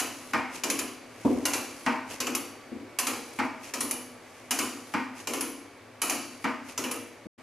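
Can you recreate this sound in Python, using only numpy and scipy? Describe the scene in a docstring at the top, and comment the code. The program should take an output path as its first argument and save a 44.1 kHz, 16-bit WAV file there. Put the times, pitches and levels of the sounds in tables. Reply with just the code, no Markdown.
"""A steel pawl snaps close to the microphone: a hand-lever tooth setter in a workshop, working along a
band-saw blade. In each of five strokes the pawl snaps twice and drags the blade on, the punch clacks
home, the slide scrapes back and the pawl clicks over three teeth. The blows ring the steel and the
hollow stand, and the hall carries them on over a low steady noise. Midway the microphone steps back:
the cracks soften and the stand booms more. Just before the end the sound drops out briefly."""
import sys
import numpy as np
from scipy import signal
from scipy.fft import rfft, irfft, next_fast_len
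from scipy.io import wavfile

SR = 44100
rng = np.random.default_rng(int(sys.argv[2]) if len(sys.argv) > 2 else 0)


def transcribe(u):
    """Save the signal u as a 16-bit wav file named by the first command-line argument.

    u: samples, shape (n,) or (channels, n), limited to [-1, 1]; the rate is SR.
    q: integer samples, one column per channel.
    """
    v = np.clip(np.atleast_2d(u).T, -1, 1)
    q = np.round(v * 32767).astype(np.int16)
    wavfile.write(sys.argv[1], SR, q)


N = 327222
RING_SIZE = 40000  # samples that one blow lasts
TIME, AGE = np.arange(N) / SR, np.arange(RING_SIZE) / SR  # seconds into the scene, and into a blow


def amp(db):
    """Decibels to gain."""
    return 10 ** (np.asarray(db) / 20)


def unit(x):
    """Scales to rms 1."""
    return x / np.sqrt(np.mean(x ** 2) + 1e-20)


def curve_at(points, hz):
    """Interpolates a spectrum on a log-frequency axis."""
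    f, value = np.transpose(points)
    return np.interp(np.log(hz + 1), np.log(f + 1), value)


def add(mix, s, sound):
    """Mixes a two-channel sound in at s seconds, which may lie before the start."""
    at = round(s * SR)
    rest = sound[:, max(-at, 0):]
    part = mix[:, max(at, 0):][:, :rest.shape[1]]
    part += rest[:, :part.shape[1]]


def fade(t60):
    """Falls by 60 dB in t60 seconds."""
    return np.exp(-np.log(1000) * AGE / t60)


def wobble(size, span):
    """Smooth random curve of rms 1 that changes over about span steps."""
    return unit(np.interp(np.arange(size) / max(span, 1), np.arange(size), rng.standard_normal(size)))


def noise(colour, size, width):
    """Mid and side noise, together of rms 1, with the given colour and stereo width."""
    padded = next_fast_len(size)
    hz = np.fft.rfftfreq(padded, 1 / SR)
    mid, side = rfft(rng.standard_normal((2, padded))) * amp(curve_at(colour, hz))
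    pair = irfft([mid, side * amp(curve_at(width, hz))], padded)[:, :size]
    return pair / np.sqrt(np.sum(pair ** 2) / size)


# What changes at the microphone once it stands far from the tool.
FAR_CRACK_DB, FAR_SCRAPE_DB, FAR_BOOM_DB, FAR_HALL_DB, FAR_ZING_DB = -4, -4.3, 1.6, -1.75, 3

def away(s, leave_s=2.6, arrive_s=5.6):
    """How far the microphone has stepped back: 0 close to the tool, 1 far."""
    return np.interp(s, [leave_s, arrive_s], [0, 1])


# Room tone of the hall. Each row: frequency in Hz, relative density in dB.
HALL_COLOUR = [(25, -15.5), (60, -16.5), (105, -1.5), (140, -6), (200, -8), (260, 0), (550, 0), (950, -5),
               (1400, -7), (2260, -7.5), (3300, -16), (10000, -26), (12700, -28.5), (13600, -53.5)]
# Spread of room tone and scraping. Each row: frequency in Hz, side against mid in dB.
HALL_WIDTH = [(50, -27), (130, -43), (280, -11), (600, -8), (2000, -15.5), (3000, -10), (4500, -4.5),
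              (9000, -3.5), (10300, 1), (12000, -8), (13500, -25)]
# Machines far from the microphone. Each row: pitch in Hz, width in Hz, level in dB.
WHINES = [(106, 15, -66), (247.8, 6.1, -60.5), (1146, 12, -66.5), (2254, 35, -66.5)]

def hall(near_db=-49.5):
    """Steady workshop noise all around, with the faint fuzzy whine of distant machines in the centre."""
    mid, side = amp(near_db + FAR_HALL_DB * away(TIME)) * noise(HALL_COLOUR, N, HALL_WIDTH)
    size = next_fast_len(N)
    hz = np.fft.rfftfreq(size, 1 / SR)
    peaks = sum(amp(db) * unit(np.exp(-((hz - f) / width) ** 2)) for f, width, db in WHINES)
    whine = irfft(peaks * rfft(rng.standard_normal(size)), size)[:N]
    return np.array([mid + whine, side])


# The blade in its guide. Each row: frequency in Hz, relative density in dB.
DRAG_COLOUR = [(100, -7), (300, 5.5), (1300, -1), (2600, 0.5), (3600, -3), (6400, -1), (8700, -5.5),
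               (10400, 1.5), (11500, -5), (14000, -13)]

def blade_drag(near_db=-50, rise_s=.08, fall_s=.14, grain_db=2.0, grain_s=0.0043):
    """The pawl pushes the blade along with a thin steel hiss, until the punch pins it."""
    speed = sum(np.interp(TIME, [start, start + rise_s, stop, stop + fall_s], [0, 1, 1, 0])
                for (start, *_), (stop, _) in zip(FEEDS, PUNCHES))
    grit = unit(amp(grain_db * wobble(N, grain_s * SR)))
    return amp(near_db + FAR_SCRAPE_DB * away(TIME)) * speed * grit * noise(DRAG_COLOUR, N, HALL_WIDTH)


def slide_speed(click_s, lead_s, rise_s, fall_s):
    """The slide gathers speed ahead of a click, then eases off."""
    late = TIME - (click_s - lead_s)
    return 2 * np.exp(-np.logaddexp(-late / rise_s, late / fall_s))


# The scraping slide. Each row: frequency in Hz, relative density in dB.
SCRAPE_COLOUR = [(100, -8), (300, 7), (1300, -3.5), (2600, 4), (3600, -6.5), (6400, -1.5), (8500, -8),
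                 (10400, -5), (14000, -18)]
# Its travel forward and back. Each holds: lead on the first click, rise and fall, all in seconds.
SLIDE_FORWARD = (0.2, 0.075, 0.24)
SLIDE_BACK = (.084, 0.02, .036)

def slide_scrapes(back_db=-41, grain_db=2.0, grain_s=0.0021):
    """Gritty hiss of the slide, swelling with its speed: slow forward, brisk on the way back."""
    forward = sum(amp(db) * slide_speed(s, *SLIDE_FORWARD) for s, *_, db in FEEDS)
    back = sum(amp(back_db + FAR_SCRAPE_DB * away(s)) * slide_speed(s, *SLIDE_BACK) for s, *_ in RETURNS)
    grit = unit(amp(grain_db * wobble(N, grain_s * SR)))
    return (forward + back) * grit * noise(SCRAPE_COLOUR, N, HALL_WIDTH)


# The long saw blade. Each row: pitch in Hz, relative level in dB, t60 in seconds.
BLADE_MODES = [(1148, -36, 1.9), (2290, -38, 2), (4032, -33.5, 1.1), (4592, -32, 1.6), (7741, -43, .9)]

def blade_ring(side_db=-8):
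    """The blade sings on after a click in thin lasting tones."""
    phases = rng.random((len(BLADE_MODES), 2, 1))
    tones = sum(amp(db) * fade(t60) * np.sin(2 * np.pi * (hz * AGE + turns))
                for (hz, db, t60), turns in zip(BLADE_MODES, phases))
    taper = 1 - (AGE / AGE[-1]) ** 2
    return tones * taper * amp([[0], [side_db]])


# The hollow stand under the tool. Each row: pitch in Hz, relative level in dB, t60 in seconds.
STAND_MODES = [(112.3, -15.5, 0.64), (228, -1.5, 0.61), (250.3, 3, 0.78), (283, .5, 0.93),
               (326, -4.5, 0.83), (346.3, -6.5, 0.96), (380, -13, 0.46), (440, -13, 0.41), (478, -4.5, 1),
               (524, -11, 0.56)]

def stand_boom(swell_s, scatter_db, side_db):
    """The stand booms; the strengths and phases of its modes change from blow to blow."""
    out = np.zeros((2, RING_SIZE))
    strengths, phases = rng.standard_normal(len(STAND_MODES)), rng.random((len(STAND_MODES), 2, 1))
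    for (hz, db, t60), strength, turns in zip(STAND_MODES, strengths, phases):
        out += amp(db + scatter_db * strength) * fade(t60) * np.sin(2 * np.pi * (hz * AGE + turns))
    return out * (1 - np.exp(-AGE / swell_s)) ** 2 * amp([[0], [side_db]])


# Spread of the blows at the microphone. Each row: frequency in Hz, side against mid in dB.
BLOW_WIDTH = [(60, -10), (130, -11), (400, -11), (1100, -11.5), (1900, -14), (3000, -12), (4500, -10.5),
              (6400, -7.5), (8700, -8.5), (10200, -3), (11500, -9), (13500, -22)]

def steel(colour, resonances, ripple_db, ripple_hz, limit=1.5):
    """Crowded steel modes: a broad colour, the main resonances, and ripples set by where the blow lands."""
    hz = np.fft.rfftfreq(RING_SIZE, 1 / SR)
    peaks_db = sum(db / (1 + (2 * (hz - f) / width) ** 2) for f, width, db in resonances)
    # modes with a node under the blow drop out, but none stands far above the rest
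    ripple = np.minimum(wobble(len(hz), ripple_hz / hz[1]), limit)
    spectrum = rfft(noise(colour, RING_SIZE, BLOW_WIDTH)) * amp(peaks_db + ripple_db * ripple)
    return unit(irfft(spectrum)) / np.sqrt(2)


def clatter(source, tilt, decay, crack_db, hall_side_db=-1.5):
    """Each band of a blow swells, dies quickly in the steel and lingers in the hall."""
    hz = np.fft.rfftfreq(RING_SIZE, 1 / SR)
    spectrum, out = rfft(source) * amp(curve_at(tilt, hz)), 0
    centres = [row[0] for row in decay]
    for pick, (_, swell_s, steel_t60, hall_db, hall_t60) in zip(np.eye(len(decay)), decay):
        band = irfft(spectrum * curve_at(list(zip(centres, pick)), hz))
        direct = amp(crack_db) * fade(steel_t60)
        tail = amp([[hall_db], [hall_db + hall_side_db]]) * fade(hall_t60)
        out = out + band * (1 - np.exp(-AGE / swell_s)) * np.sqrt(direct ** 2 + tail ** 2)
    return out


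# Dull knocks on the stand. Each row: start in seconds, level in dB, tilt from 900 Hz up in dB,
# gap between rebounds in seconds.
KNOCKS = [(1.249, -17, -4, .052), (2.717, -33.5, -12.5, 0.034), (7.257, -37.5, -11.5, .05)]
# Their thud. Each row: frequency in Hz, relative density in dB.
KNOCK_COLOUR = [(30, -36.5), (100, -7.5), (170, -21.5), (260, 3.5), (400, -6), (600, -11.5), (1000, -9),
                (1600, -35), (3000, -37), (14000, -49.5)]
# Each rebound adds: level in dB, tilt in dB, ring time in seconds.
REBOUND_STEP = (-7, -4, 0.33)

def stand_knocks(body_db=-2, stand_db=-6, hall_db=-16, first_t60=.25, blows=3):
    """Soft heavy bumps wake the low modes; each rebound is weaker, duller and rings more freely."""
    out = np.zeros((2, N))
    for s, db, tilt_db, gap_s in KNOCKS:
        for k in range(blows):
            loss_db, dull_db, longer_s = k * np.array(REBOUND_STEP)
            t60 = first_t60 + longer_s
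            decay = [(200, 0.003, t60, hall_db, 1.0), (1200, 0.0011, t60, hall_db, 0.88)]
            tilt = [(350, 0), (900, tilt_db + dull_db)]
            body = clatter(noise(KNOCK_COLOUR, RING_SIZE, BLOW_WIDTH), tilt, decay, body_db)
            stand = amp(stand_db) * stand_boom(swell_s=0.0021, scatter_db=0.5, side_db=-11) * fade(2 * t60)
            add(out, s + k * gap_s, amp(db + loss_db) * (body + stand))
    return out


# The pawl's crack. Each row: frequency in Hz, relative density in dB.
CLICK_COLOUR = [(40, -24), (110, -7.5), (180, -8.5), (270, 13.5), (620, 2.5), (1050, 5), (1650, 0),
                (2500, 5), (3050, 1.5), (3550, -6), (6400, 0), (8500, -4.5), (10400, -1), (12500, -8.5)]
# Resonances of pawl and blade. Each row: pitch in Hz, width in Hz, height over that colour in dB.
PAWL_MODES = [(1025, 36, 5), (1273, 26, 6.5), (1372, 21, 4.5), (2380, 19, 8), (2650, 27, 6), (2833, 77, 5),
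              (2984, 46, 6.5), (5380, 22, 6), (5960, 90, 6.5), (6360, 80, 5.5), (7050, 100, 7),
              (9100, 45, 2.5), (10160, 220, 8), (10470, 130, 6), (10760, 73, 11.5), (11870, 130, 10)]
# A click dying away in the hall. Each row: band in Hz, swell in seconds, steel t60 in seconds,
# hall level in dB, hall t60 in seconds.
CLICK_DECAY = [(100, 0.0087, 0.13, 3, .6), (299, 0.016, 0.15, 3.5, 0.62), (1000, 0.0012, 0.05, -1, 0.6),
               (2370, 0.00022, 0.1, -3.5, 0.64), (5800, 0.00072, 0.076, -10.5, 0.7),
               (12100, 0.00078, 0.063, -5.5, 0.45)]

def pawl_click(s, tone, ping_db, body_db=-1, stand_db=-12, blade_db=-3, chatter_db=0.94, chatter_s=0.0012):
    """Steel snaps on steel: a bright chattering crack, the blade singing and the stand answering late."""
    db, low_db, clank_db, zing_db, crack_db = tone
    low_db = low_db + FAR_BOOM_DB * away(s)
    top_db = zing_db + ping_db + FAR_ZING_DB * away(s)
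    treble_db, air_db = 0.44 * ping_db, 0.37 * top_db  # ping and zing spill into the bands beside them
    tilt = [(400, low_db), (800, clank_db), (2800, clank_db), (4500, treble_db), (7500, treble_db),
            (10000, top_db), (11000, top_db), (12500, air_db)]
    source = steel(CLICK_COLOUR, PAWL_MODES, ripple_db=3.5, ripple_hz=90.14, limit=0.83)
    chatter = amp(chatter_db * wobble(RING_SIZE, chatter_s * SR) * fade(0.12))
    body = amp(body_db) * chatter * clatter(source, tilt, CLICK_DECAY, crack_db + FAR_CRACK_DB * away(s))
    stand = amp(stand_db + low_db) * stand_boom(swell_s=.02, scatter_db=1.5, side_db=-16.5)
    return amp(db) * (body + stand + amp(blade_db) * blade_ring())


# Pushes forward. Each row: first and second snap in seconds, level in dB, the slide's scrape in dB.
FEEDS = [(-0.082, -0.001, -18.5, -65), (1.4536, 1.534, -17.5, -49), (2.987, 3.069, -17.5, -70),
         (4.5081, 4.588, -17, -57.5), (6.017, 6.0962, -17, -79)]
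# Ways back. Each row: three click times in seconds, level in dB, extra ping of clicks two and three in dB.
RETURNS = [(0.636, 0.7, 0.79, -19, 5, -1.5), (2.2025, 2.2678, 2.3497, -20, -7, 1),
           (3.737, 3.806, 3.91, -22.5, 9.5, 4), (5.2715, 5.3346, 5.408, -21, -0.5, 3),
           (6.777, 6.839, 6.912, -21.2, -7.5, -2.5)]
# The clicks of any stroke, in order. Each row: whole click, stand, 1-3 kHz clank, 10 kHz zing and
# first crack, all in relative dB.
FEED_TONES = [(0, -15, -5.5, -3, 2.9), (-1.22, -10.5, -5.5, -4, 0.65)]
RETURN_TONES = [(0, -8.5, -6.5, -9.5, 3.3), (-2.5, -5.5, -4, -4.5, 2.2), (-4.5, -8.3, -5, 1, 4.7)]

def pawl():
    """The pawl snaps twice on each push and clicks over three teeth on each way back."""
    out = np.zeros((2, N))
    for *times, db, _ in FEEDS:
        for s, tone in zip(times, FEED_TONES):
            add(out, s, amp(db) * pawl_click(s, tone, ping_db=0))
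    for *times, db, second_db, third_db in RETURNS:
        for s, tone, ping_db in zip(times, RETURN_TONES, [0, second_db, third_db]):
            add(out, s, amp(db) * pawl_click(s, tone, ping_db))
    return out


# The clack of lever and punch. Each row: frequency in Hz, relative density in dB.
PUNCH_COLOUR = [(30, -12.5), (110, -1.5), (180, -8.5), (250, 20.5), (380, -9), (570, -9), (950, 4.5),
                (1650, -4.5), (2350, -5), (3000, -13), (3600, -21.5), (5000, -17), (8000, -23.5),
                (14000, -28.5)]

def lever_stop(t60=0.072, low_hz=150, top_hz=5000):
    """The lever meets its stop: a blunt blow on a part too small to radiate much bass."""
    blow = noise(PUNCH_COLOUR, RING_SIZE, BLOW_WIDTH) * fade(t60)
    return signal.sosfilt(signal.butter(1, [low_hz, top_hz], "band", fs=SR, output="sos"), blow)


# The punch bends a tooth. Each row: start in seconds, level in dB.
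PUNCHES = [(0.334, -18.5), (1.862, -17.5), (3.388, -19.2), (4.938, -19.5), (6.442, -20)]
# Resonances of the setting head. Each row: pitch in Hz, width in Hz, height over the clack's colour in dB.
HEAD_MODES = [(639, 20, 18), (779, 13, 12), (839, 7, 10), (915, 36, 7.5), (971, 18, 7), (1019, 18, 7.5),
              (1062, 7.8, 8), (1220, 21, 12), (1420, 14, 9.5), (1508, 14, 11.5), (1880, 54, 7.5),
              (2160, 18, 8.5), (2280, 28, 8.5), (2379, 18, 7.5)]
# A punch dying away in the hall. Each row: band in Hz, swell in seconds, steel t60 in seconds,
# hall level in dB, hall t60 in seconds.
PUNCH_DECAY = [(100, 0.0046, 0.15, -11, 0.65), (300, 0.0069, .2, -1, 0.81),
               (1000, 0.0045, 0.16, -4.5, 0.61), (2530, 0.00051, 0.17, -1.8, 0.61),
               (6100, 0.00019, 0.07, -13, 0.66), (12000, .0003, 0.032, -20, 0.65)]

def punches(alike=0.52, stand_db=-13, stop_db=-4.2, stop_s=.011, rebound_db=-11.0, rebound_s=.062):
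    """The punch lands on the same spot each time; the lever hits its stop, shakes the stand, rebounds."""
    out = np.zeros((2, N))
    usual, *fresh = [steel(PUNCH_COLOUR, HEAD_MODES, ripple_db=2.5, ripple_hz=59.8)
                     for _ in range(len(PUNCHES) + 1)]
    for (s, db), own in zip(PUNCHES, fresh):
        source = np.sqrt(alike) * usual + np.sqrt(1 - alike) * own
        boom_db = FAR_BOOM_DB * away(s)
        tilt = [(300, -10 + boom_db), (800, -.7), (2000, 0.75), (3200, 0.8), (6000, 6)]  # Hz, dB
        add(out, s, amp(db) * clatter(source, tilt, PUNCH_DECAY, crack_db=-3.0))
        stand = amp(stand_db + boom_db) * stand_boom(swell_s=0.0055, scatter_db=1.0, side_db=-11.5)
        stand *= fade(0.55)  # the pressed lever damps the stand
        add(out, s + stop_s, amp(db) * (amp(stop_db) * lever_stop() + stand))
        add(out, s + rebound_s, amp(db + rebound_db) * lever_stop())
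    return out


# The bass sits a little left of the microphone. Each row: frequency in Hz, left minus right in dB.
BASS_LEAN = [(60, .8), (200, 2.7), (380, 1.6), (700, .6), (2400, 0), (14000, .2)]

def scene():
    """The tool in its hall, turned from mid and side to left and right."""
    mid, side = pawl() + punches() + stand_knocks() + slide_scrapes() + blade_drag() + hall()
    size = next_fast_len(N + RING_SIZE)
    lean_db = curve_at(BASS_LEAN, np.fft.rfftfreq(size, 1 / SR)) * np.array([[.5], [-.5]])
    return irfft(rfft([mid + side, mid - side], size) * amp(lean_db), size)[:, :N]


def record(dry, mute_s=7.269, resume_s=7.38, top_hz=14250):
    """The sound drops out briefly near the end, and the highest treble is cut off throughout."""
    live = np.interp(TIME, [mute_s, mute_s + .002, resume_s - .002, resume_s + .008], [1, 0, 0, 1])
    lowpass = signal.firwin(401, top_hz, window=("kaiser", 8), fs=SR)
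    return signal.oaconvolve(dry * live, lowpass[None], "same", axes=1)


dry = scene()
out = record(dry)
transcribe(out)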